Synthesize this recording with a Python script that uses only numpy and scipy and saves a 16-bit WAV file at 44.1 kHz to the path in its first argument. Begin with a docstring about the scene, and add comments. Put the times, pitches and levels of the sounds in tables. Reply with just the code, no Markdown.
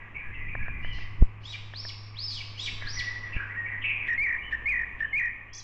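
"""Far birds call hoarsely deep in the trees, over town murmur, a motor's hum and air on a hand-held microphone.
A dog's lead clicks close by; a whistler sends high arches past a walled, paved park path, and a bump thuds.
Later a nearer bird warbles low phrases with thin peeps among them, and a small one twitters at the end.
Birds are sine tones that follow drawn pitch lines, with random shake and decaying noise as the park's echo;
murmur and air are shaped noise, the motor two wavering tones, the clicks struck modes, the bumps pressure pulses."""
import sys
import numpy as np
from scipy import signal
from scipy.fft import rfft, irfft, next_fast_len
from scipy.io import wavfile
from scipy.ndimage import uniform_filter1d

SR = 44100
rng = np.random.default_rng(int(sys.argv[2]) if len(sys.argv) > 2 else 0)


def unload_wav(signal):
    """Save mono or channel-first audio to the path in sys.argv[1] as 16-bit WAV at rate SR, clipped to [-1, 1]."""
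    wavfile.write(
        sys.argv[1],
        SR,
        np.round(np.clip(np.atleast_2d(signal).T, -1, 1) * 32767).astype(np.int16),
    )


N = 248283
TIME = np.arange(N) / SR

# phrases of the near warbler, a short chirr, a pause, and a slur that climbs and drops into a trill:
# [t/s, chirr length/s, chirr f/Hz, chirr level/dB, pause/s, climb/s, drop/s, top f/Hz, slur level/dB]
WARBLE_PHRASES = [ (4.087, .05, 1871, -19.5, .045, .053, .035, 2421, -19.5),
                  (4.527, .023, 1790, -20, .111, .031, 0.049, 2536, -21.5),
                  (5.008, .047, 1784, -24, .079, .051, 0.015, 2556, -22)]


def from_db(db):
    """Decibels to gain."""
    return 10 ** (np.asarray(db) / 20)


def rms_one(x):
    """Scale to rms 1."""
    return x / np.sqrt(np.mean(x ** 2) + 1e-20)


def level(rows):
    """Gain over time from rows of [t/s, level/dB]."""
    return from_db(np.interp(TIME, *np.transpose(rows)))


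def low_pass(x, hz, order=2):
    """Causal Butterworth low-pass."""
    return signal.sosfilt(signal.butter(order, min(hz, .45 * SR), fs=SR, output="sos"), x + 1e-18)


def drift(rate_hz):
    """Random wander up to about the given rate; rms 1."""
    settled = low_pass(rng.standard_normal(N + SR), rate_hz)[SR:]
    return rms_one(settled)


def noise(colour):
    """Noise with the spectrum in rows of [f/Hz, relative level/dB]; rms 1."""
    hz, db = np.transpose(colour)
    size = next_fast_len(N)
    bins = np.maximum(np.fft.rfftfreq(size, 1 / SR), 1)
    gain = from_db(np.interp(np.log(bins), np.log(hz), db))
    return rms_one(irfft(rfft(rng.standard_normal(size)) * gain, size)[:N])


def turning(hz):
    """Phase of an oscillator that follows a pitch."""
    return 2 * np.pi * np.cumsum(hz) / SR


def song(notes, glide_s, fade_s):
    """Pitch, gain and roughness from (s, Hz, dB, 0-1) points; the syrinx rounds corners and fades between notes."""
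    hz, gain, rough = np.full(N, 2000.), np.zeros(N), np.zeros(N)
    glide = max(1, int(glide_s * SR))
    for note in notes:
        s, pitch, db, depth = np.transpose(sorted(note))
        on = (TIME > s[0] - fade_s) & (TIME < s[-1] + fade_s)
        t = TIME[on]
        edge = np.clip(np.minimum(t - s[0], s[-1] - t) / fade_s + 1, 0, 1)
        hz[on] = uniform_filter1d(np.interp(t, s, pitch), glide, mode="nearest")
        gain[on] = from_db(np.interp(t, s, db)) * np.sin(np.pi / 2 * edge) ** 2
        rough[on] = np.interp(t, s, np.clip(depth, 0, 1))
    return hz, np.sqrt(2) * gain, rough  # root two: the levels are those of a sine's rms


def park(x, t60, build_s):
    """Diffuse echo of trunks, leaves and walls: it builds up, then dies away; unit energy."""
    t = TIME[:SR]
    echo = rng.standard_normal(SR) * from_db(-60 * t / t60) * (1 - np.exp(-t / build_s))
    return signal.fftconvolve(x, echo / np.sqrt(np.sum(echo ** 2)))[:N]


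def town_murmur():
    """The town beyond the park: broad noise that slowly rises and falls."""
    # swell of the murmur: [t/s, level/dB]
    town_level = [(0, -51.5), (2.3, -54.5), (3, -49.5), (4.8, -49.5), (5.63, -56)]
    # its spectrum: [f/Hz, relative level/dB]
    town_colour = [(140, 0.5), (350, -4), (650, -8.5), (900, -4.5), (1150, 0.5), (1350, -10), (2500, -2.5),
                   (4400, -41), (7000, -39.5), (9000, -54), (15000, -48)]
    return level(town_level) * noise(town_colour)


def wind():
    """Air on the microphone: deep noise that comes in swells and flutters at random."""
    # swells before the flutter: [t/s, level/dB]
    wind_level = [(0, -48.5), (.5, -32.5), (1.15, -33), (1.5, -48), (2.55, -46), (2.8, -36.5), (3.4, -48.5),
                  (3.7, -49), (5.1, -46.5), (5.63, -51)]
    # spectrum of the air noise: [f/Hz, relative level/dB]
    wind_colour = [(15, 4), (35, -10), (80, -13), (320, -32.5), (800, -78.5)]
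    flutter = from_db(2.5 * drift(9))
    return level(wind_level) * flutter * noise(wind_colour)


def motor(hum_hz=102.5, drone_hz=56.8, hum_trim_db=-1, drone_trim_db=-1):
    """A distant motor: two low tones, hum and drone, whose pitch wavers a little."""
    # the hum before its trim: [t/s, level/dB]
    hum_level = [(0, -52), (1.1, -43.5), (2.4, -43.5), (3.95, -45), (4.25, -55.5), (5.63, -54.5)]
    # the drone before its trim: [t/s, level/dB]
    drone_level = [(0, -58), (3.9, -59), (4.7, -43.5), (5.63, -65.5)]
    hum_phase = turning(hum_hz * (1 + 0.0081 * drift(0.99)))
    drone_phase = turning(drone_hz * (1 + 0.0053 * drift(9)))
    hum = from_db(hum_trim_db) * level(hum_level) * np.sin(hum_phase)
    drone = from_db(drone_trim_db) * level(drone_level) * np.sin(drone_phase)
    return np.sqrt(2) * (hum + drone)


FAR_FADE_S = 0.022  # fade at both ends of a far call


def far_call(s, length_s, first_hz, last_hz, db, hoarse, fade_db=4, settle=2.5):
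    """A call slides exponentially towards its last pitch (settle: time constants per call) while it fades."""
    u = np.linspace(0, 1, 8)
    hz = last_hz + (first_hz - last_hz) * np.exp(-settle * u)
    return list(zip(s + u * length_s, hz, db - fade_db * u, np.full_like(u, hoarse)))


def far_birds(jitter=0.0919, foliage_cut_hz=3640, direct_db=-5, near_db=-5, wet_db=-4.5):
    """Two birds deep in the trees share the calls, hoarse and fluttering, blurred by the foliage."""
    # calls, before the mix: [t/s, length/s, first f/Hz, last f/Hz, level/dB, hoarseness/0-1]
    far_calls = [ (0, 0.078, 2050, 1868, -47, 0.9), (.158, 0.054, 2368, 2270, -38, 0.77),
                 (0.201, .1, 1950, 1728, -45.5, 0.77), (.35, 0.1, 2642, 2400, -46.5, 0.66),
                 (0.338, 0.14, 2060, 2015, -40, .35), (0.487, 0.17, 2420, 2340, -40.5, 0.48),
                 (.59, 0.11, 1855, 1611, -44, 0.67), (.68, 0.17, 2450, 2347, -43.5, 0.3),
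                 (.74, .34, 2060, 1982, -43.5, 0.43), (2.819, 0.067, 2000, 1580, -39.5, 0.97),
                 (2.975, 0.18, 1960, 1931, -34.5, 0.39), (3.239, 0.077, 1960, 1910, -39, 0.39),
                 (3.338, .035, 2750, 2360, -36.5, .95), (3.368, .08, 1823, 1644, -37, .95),
                 (3.5, 0.057, 1920, 1881, -37.5, .85), (3.575, 0.12, 1890, 1866, -29, 0.07),
                 (3.661, .14, 2145, 1876, -37.5, 0.82), (3.826, .02, 3010, 2748, -41.5, .95),
                 (3.848, .08, 2584, 2412, -26, .75), (4.002, 0.068, 2400, 2056, -33.5, 0.72)]
    voice = 0
    for calls in (far_calls[::2], far_calls[1::2]):
        notes = [far_call(*row) for row in calls]
        hz, gain, rasp = song(notes, glide_s=0.0047, fade_s=FAR_FADE_S)
        flutter = from_db(3.9 * rasp * drift(71))
        phase = turning(hz * (1 + jitter * rasp * drift(260)))
        voice = voice + gain * flutter * np.sin(phase)
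    voice = low_pass(voice, foliage_cut_hz, order=5)
    leaves = from_db(near_db) * park(voice, t60=0.027, build_s=0.0076)
    return from_db(direct_db) * voice + leaves + from_db(wet_db) * park(voice, t60=0.88, build_s=0.0057)


def lead_clicks(soft_hz=2400):
    """Short dull clicks of the lead close by, each striking all the decaying modes of its clip."""
    # strikes: [t/s, level/dB]
    clicks = [(.552, -25.5), (.682, -29.5), (.847, -32), (.987, -38.5), (1.737, -34.5), (1.851, -35),
              (2.823, -32.5)]
    click_modes = [(700, -1, 0.0089), (1030, -8, 0.022), (1774, 3.5, 0.018)]
    taps, out = np.zeros(N), 0
    for s, db in clicks:
        taps[int(s * SR)] = from_db(db)
    for k, (hz, db, t60) in enumerate(click_modes):
        r = from_db(-60 / (t60 * SR))  # decay per sample
        w = 2 * np.pi * hz / SR
        ring = signal.lfilter([0, np.sin(w)], [1, -2 * r * np.cos(w), r * r], taps + 1e-18)
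        out = out + (-1) ** k * from_db(db) * ring
    return low_pass(out, soft_hz, order=4)


def arch(s, climb_s, fall_s, top_hz, bend, db, rasp, broken_db, broken_rasp):
    """One whistle: a parabola up, a bent line down, its rasp changing as the pitch gives way."""
    foot_hz, onset_db, onset_share = 2212, 19, 0.44  # starts low and weak, swells over this share of the climb
    strain_hz, strain_db_per_hz = 5100, .009  # the voice thins out above this pitch
    break_from, break_to, dying_db = .2, 0.422, 1.5  # shares of the pitch drop; loss at the foot
    u = np.linspace(-1, 1, 41)
    climb, fall = np.maximum(-u, 0), np.maximum(u, 0)
    drop = fall ** bend
    t = s + climb_s * (1 - climb) + fall_s * fall
    hz = top_hz - (top_hz - foot_hz) * (climb ** 2 + drop)
    broken = np.interp(drop, [break_from, break_to], [0, 1])
    onset_loss = onset_db * np.maximum(1 - (1 - climb) / onset_share, 0)
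    strain_loss = strain_db_per_hz * np.maximum(hz - strain_hz, 0)
    loss_db = onset_loss + strain_loss + dying_db * drop ** 4
    note_db = db + broken * (broken_db - db) - loss_db
    return list(zip(t, hz, note_db, rasp + broken * (broken_rasp - rasp)))


def peep(s, length_s, top_hz, db, foot_hz=2730, edge_db=3):
    """A shallow, even arch of pure tone, loudest at its top and weaker at both ends."""
    u = np.linspace(0, 1, 15)
    sag = (2 * u - 1) ** 2
    hz = top_hz - (top_hz - foot_hz) * sag
    return list(zip(s + u * length_s, hz, db - edge_db * sag, np.zeros_like(u)))


def whistler(waver=.009, jitter=0.12, hiss_db=-12.0, direct_db=-4.5, scatter_db=-3, wet_db=-3):
    """Arched whistles and peeps; low raspy tones turn reedy, and rasp shakes the pitch and adds hiss."""
    # arches, before the mix: [t/s, climb/s, fall/s, top f/Hz, bend of the fall (1 = straight), level/dB,
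    # rasp/0-1, level once broken/dB, rasp once broken/0-1]
    whistles = [ (.79, .095, .15, 3110, 1.3, -47, 0.023, -49.5, .9),
                (1.413, 0.1, 0.041, 3900, .9, -44, 0.19, -40, 1),
                (1.72, 0.11, 0.072, 5498, 3.8, -39, 0.034, -42, .8),
                (2.146, .104, .164, 5250, 1.35, -36, .028, -40.5, 0.74),
                (2.555, .096, 0.035, 3930, .8, -35.5, 0.17, -33, 0.89),
                (2.837, 0.11, 0.06, 5790, 3.1, -37.5, .04, -35, 0.37)]
    # thin, clean peeps, before the mix: [t/s, length/s, top f/Hz, level/dB]
    peeps = [(3.1, .22, 3600, -66.5), (4.41, 0.1, 3032, -48.5), (5.018, .122, 3083, -55.5),
             (5.477, 0.18, 3440, -63.5)]
    # spectrum of the hiss: [f/Hz, relative level/dB]
    rasp_colour = [(1200, -13.5), (2200, -2.5), (5000, 8.5), (7800, -23), (8500, -22), (13000, -42.5)]
    reedy_below_hz, pure_above_hz = 3600, 4700  # overtones sound only in the low register
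    fifth_db, octave_db = -13, -23  # reedy partials against the main tone
    wall_echo_s, wall_echo_db = 0.023, -13.5  # the whistle comes back once from the stone wall
    notes = [arch(*row) for row in whistles] + [peep(*row) for row in peeps]
    hz, gain, rasp = song(notes, glide_s=0.008, fade_s=0.012)
    phase = turning(hz * (1 + (waver + jitter * rasp ** 3) * drift(370)))
    low_register = np.interp(hz, [reedy_below_hz, pure_above_hz], [1, 0])
    reedy = np.clip(12 * rasp - .6, 0, 1) * low_register
    partials = from_db(fifth_db) * np.sin(3 * phase / 2) + from_db(octave_db) * np.sin(2 * phase)
    tone = np.sin(phase) + reedy * partials
    hiss = np.minimum(20 * rasp, 1) ** 2 * from_db(hiss_db) * noise(rasp_colour)
    voice = low_pass(gain * (tone + hiss), 8200, order=7)
    wall = from_db(wall_echo_db) * np.interp(TIME - wall_echo_s, TIME, voice)
    # the branches send the note back within milliseconds, so it thickens and beats against itself
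    scatter = from_db(scatter_db) * park(voice, t60=0.017, build_s=0.0025)
    return from_db(direct_db) * voice + wall + scatter + from_db(wet_db) * park(voice, t60=0.82, build_s=0.0069)


def bumps(dull_hz=110, stop=.505):
    """Pressure builds on the microphone port, lets go and swings back; the big bump bottoms out in a dull knock."""
    # bumps, before dulling: [t/s, push level/dB, rebound level/dB, build-up/s, recovery/s]
    bump_rows = [(1.2238, 2.5, -5, 0.0059, 0.017), (3.366, -16.5, -34, 0.0076, .03)]
    pressure = np.zeros(N)
    for s, push_db, rebound_db, build_s, recover_s in bump_rows:
        apart = np.abs(TIME - s)
        push = from_db(push_db) * np.exp(-apart / build_s)
        rebound = -from_db(rebound_db) * np.exp(-apart / recover_s)
        pressure += np.where(TIME < s, push, rebound)
    saturated = np.clip(low_pass(pressure, dull_hz, order=1), -stop, stop)
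    return low_pass(saturated, 910, order=1)


def warble_notes():
    """Two notes a phrase: the level chirr, then the slur with its sagging trill."""
    chirr_depth, slur_depth, trill_depth = 0.86, 0.028, 1  # how deeply each part throbs, 0-1
    slur_from_hz, slur_bend, slur_swell_db = 2130, 1.8, 2.5  # the climb steepens and swells
    trill_s, trill_from_hz, trill_sag_hz = .093, 1927, 89.7
    trill_from_db, trill_fade_db = -23.5, 3
    notes, u = [], np.linspace(0, 1, 8)
    for s, chirr_s, chirr_hz, chirr_db, pause_s, climb_s, drop_s, top_hz, db in WARBLE_PHRASES:
        notes.append([(t, chirr_hz, chirr_db, chirr_depth) for t in (s, s + chirr_s)])
        slur_at = s + chirr_s + pause_s
        trill_at = slur_at + climb_s + drop_s
        climb_hz = slur_from_hz + (top_hz - slur_from_hz) * u ** slur_bend
        climb_db = db - slur_swell_db * (1 - u)
        climb = list(zip(slur_at + u * climb_s, climb_hz, climb_db, np.full_like(u, slur_depth)))
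        trill = [(trill_at + k * trill_s, trill_from_hz - k * trill_sag_hz,
                  trill_from_db - k * trill_fade_db, trill_depth) for k in (0, 1)]
        notes.append(climb + trill)
    return notes


def scrapes(level_db=-38, weaker_db=4, lead_s=0.0036, width_s=0.011):
    """Each phrase opens with a short hoarse burst of noise, weaker from phrase to phrase."""
    gain = 0
    for k, row in enumerate(WARBLE_PHRASES):
        from_peak_s = TIME - row[0] + lead_s
        gain = gain + from_db(level_db - weaker_db * k) * np.exp(-.5 * (from_peak_s / width_s) ** 2)
    return gain * noise([(1300, -20), (1700, 8), (2400, 4.5), (3400, -9), (4300, -25), (6500, -36), (12000, -51)])


def warbler(trill_hz=52, swing=0.029, throb=0.92, second_db=-37, third_db=-38, edge_db=-49,
            scatter_db=-12, wet_db=-8):
    """Chirrs and clean slurs that break into a trill, in which pitch and loudness throb together."""
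    hz, gain, depth = song(warble_notes(), glide_s=0.012, fade_s=.006)
    trill = turning(trill_hz * (1 + 0.11 * drift(27.2)))
    shake = (0.0025 + 0.018 * depth) * drift(220)
    phase = turning(hz * (1 + swing * depth * np.sin(trill) + shake))
    gain = gain * (1 - min(throb, 1) * depth * (1 + np.sin(trill + 1.94)) / 2)
    voice = gain * np.sin(phase) + scrapes()
    # overtones flicker up with effort, and the highest peaks get a sharp edge
    effort = gain / gain.max()
    second = (1 - depth / 2) * from_db(second_db) * np.sin(2 * phase)
    third = depth * from_db(third_db) * np.sin(3 * phase)
    overtones = effort * drift(90) * (second + third)
    edge_gain = from_db(edge_db + 7.5 * (hz / 2400) ** 20)
    edge = effort * edge_gain * noise([(2000, 2.5), (7000, 0), (14000, -11)])
    scatter = from_db(scatter_db) * park(voice, t60=0.12, build_s=0.0047)
    return voice + gain * (overtones + edge) + scatter + from_db(wet_db) * park(voice, t60=0.79, build_s=0.0077)


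def flicks(db, count):
    """A zigzag of flicks from one top pitch, deep and shallow in turn; the deep ones fade as they drop."""
    start_s, per_s, rise_s = 5.533, 68, 0.0013
    top_hz, deep_hz, shallow_hz, deep_loss_db = 6620, 3790, 5650, 3.5  # corners, before the glide rounds them
    deep, shallow = (deep_hz, db - deep_loss_db, 0), (shallow_hz, db, 0)
    note = [(start_s, *deep)]
    for k in range(count):
        s = start_s + k / per_s
        note.append((s + rise_s, top_hz, db, 0))
        note.append((s + 1 / per_s, *(shallow if k % 2 else deep)))
    return [note]


def small_bird(level_db=-45, jitter=0.052, wet_db=-3):
    """A very fast zigzag twitter: one sine whose pitch also shakes at random."""
    hz, gain, _ = song(flicks(level_db, count=5), glide_s=0.0076, fade_s=0.00221)
    voice = gain * np.sin(turning(hz * (1 + jitter * drift(870))))
    return voice + from_db(wet_db) * park(voice, t60=0.33, build_s=0.0053)


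def scene():
    """Birds over the town's murmur and a far motor, with the lead and microphone sounds close by."""
    background = town_murmur() + wind() + motor()
    birds = far_birds() + whistler() + warbler() + small_bird()
    return (background + birds + lead_clicks() + bumps())[None]


def record(dry, split_hz=900, ceiling_db=-23.5, window_s=0.0019, cutoff_hz=15400):
    """A fast limiter holds down the treble band, so the loudest notes get flat tops; the top is cut."""
    bass = signal.sosfiltfilt(signal.butter(2, split_hz, fs=SR, output="sos"), dry)
    treble = dry - bass
    envelope = np.abs(signal.hilbert(treble, next_fast_len(N))[:, :N])
    loudness = uniform_filter1d(envelope, max(1, int(window_s * SR)))
    limited = treble / np.maximum(1, loudness / from_db(ceiling_db))
    return signal.sosfilt(signal.cheby2(12, 70, cutoff_hz, fs=SR, output="sos"), bass + limited)


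dry = scene()
out = record(dry)
unload_wav(out)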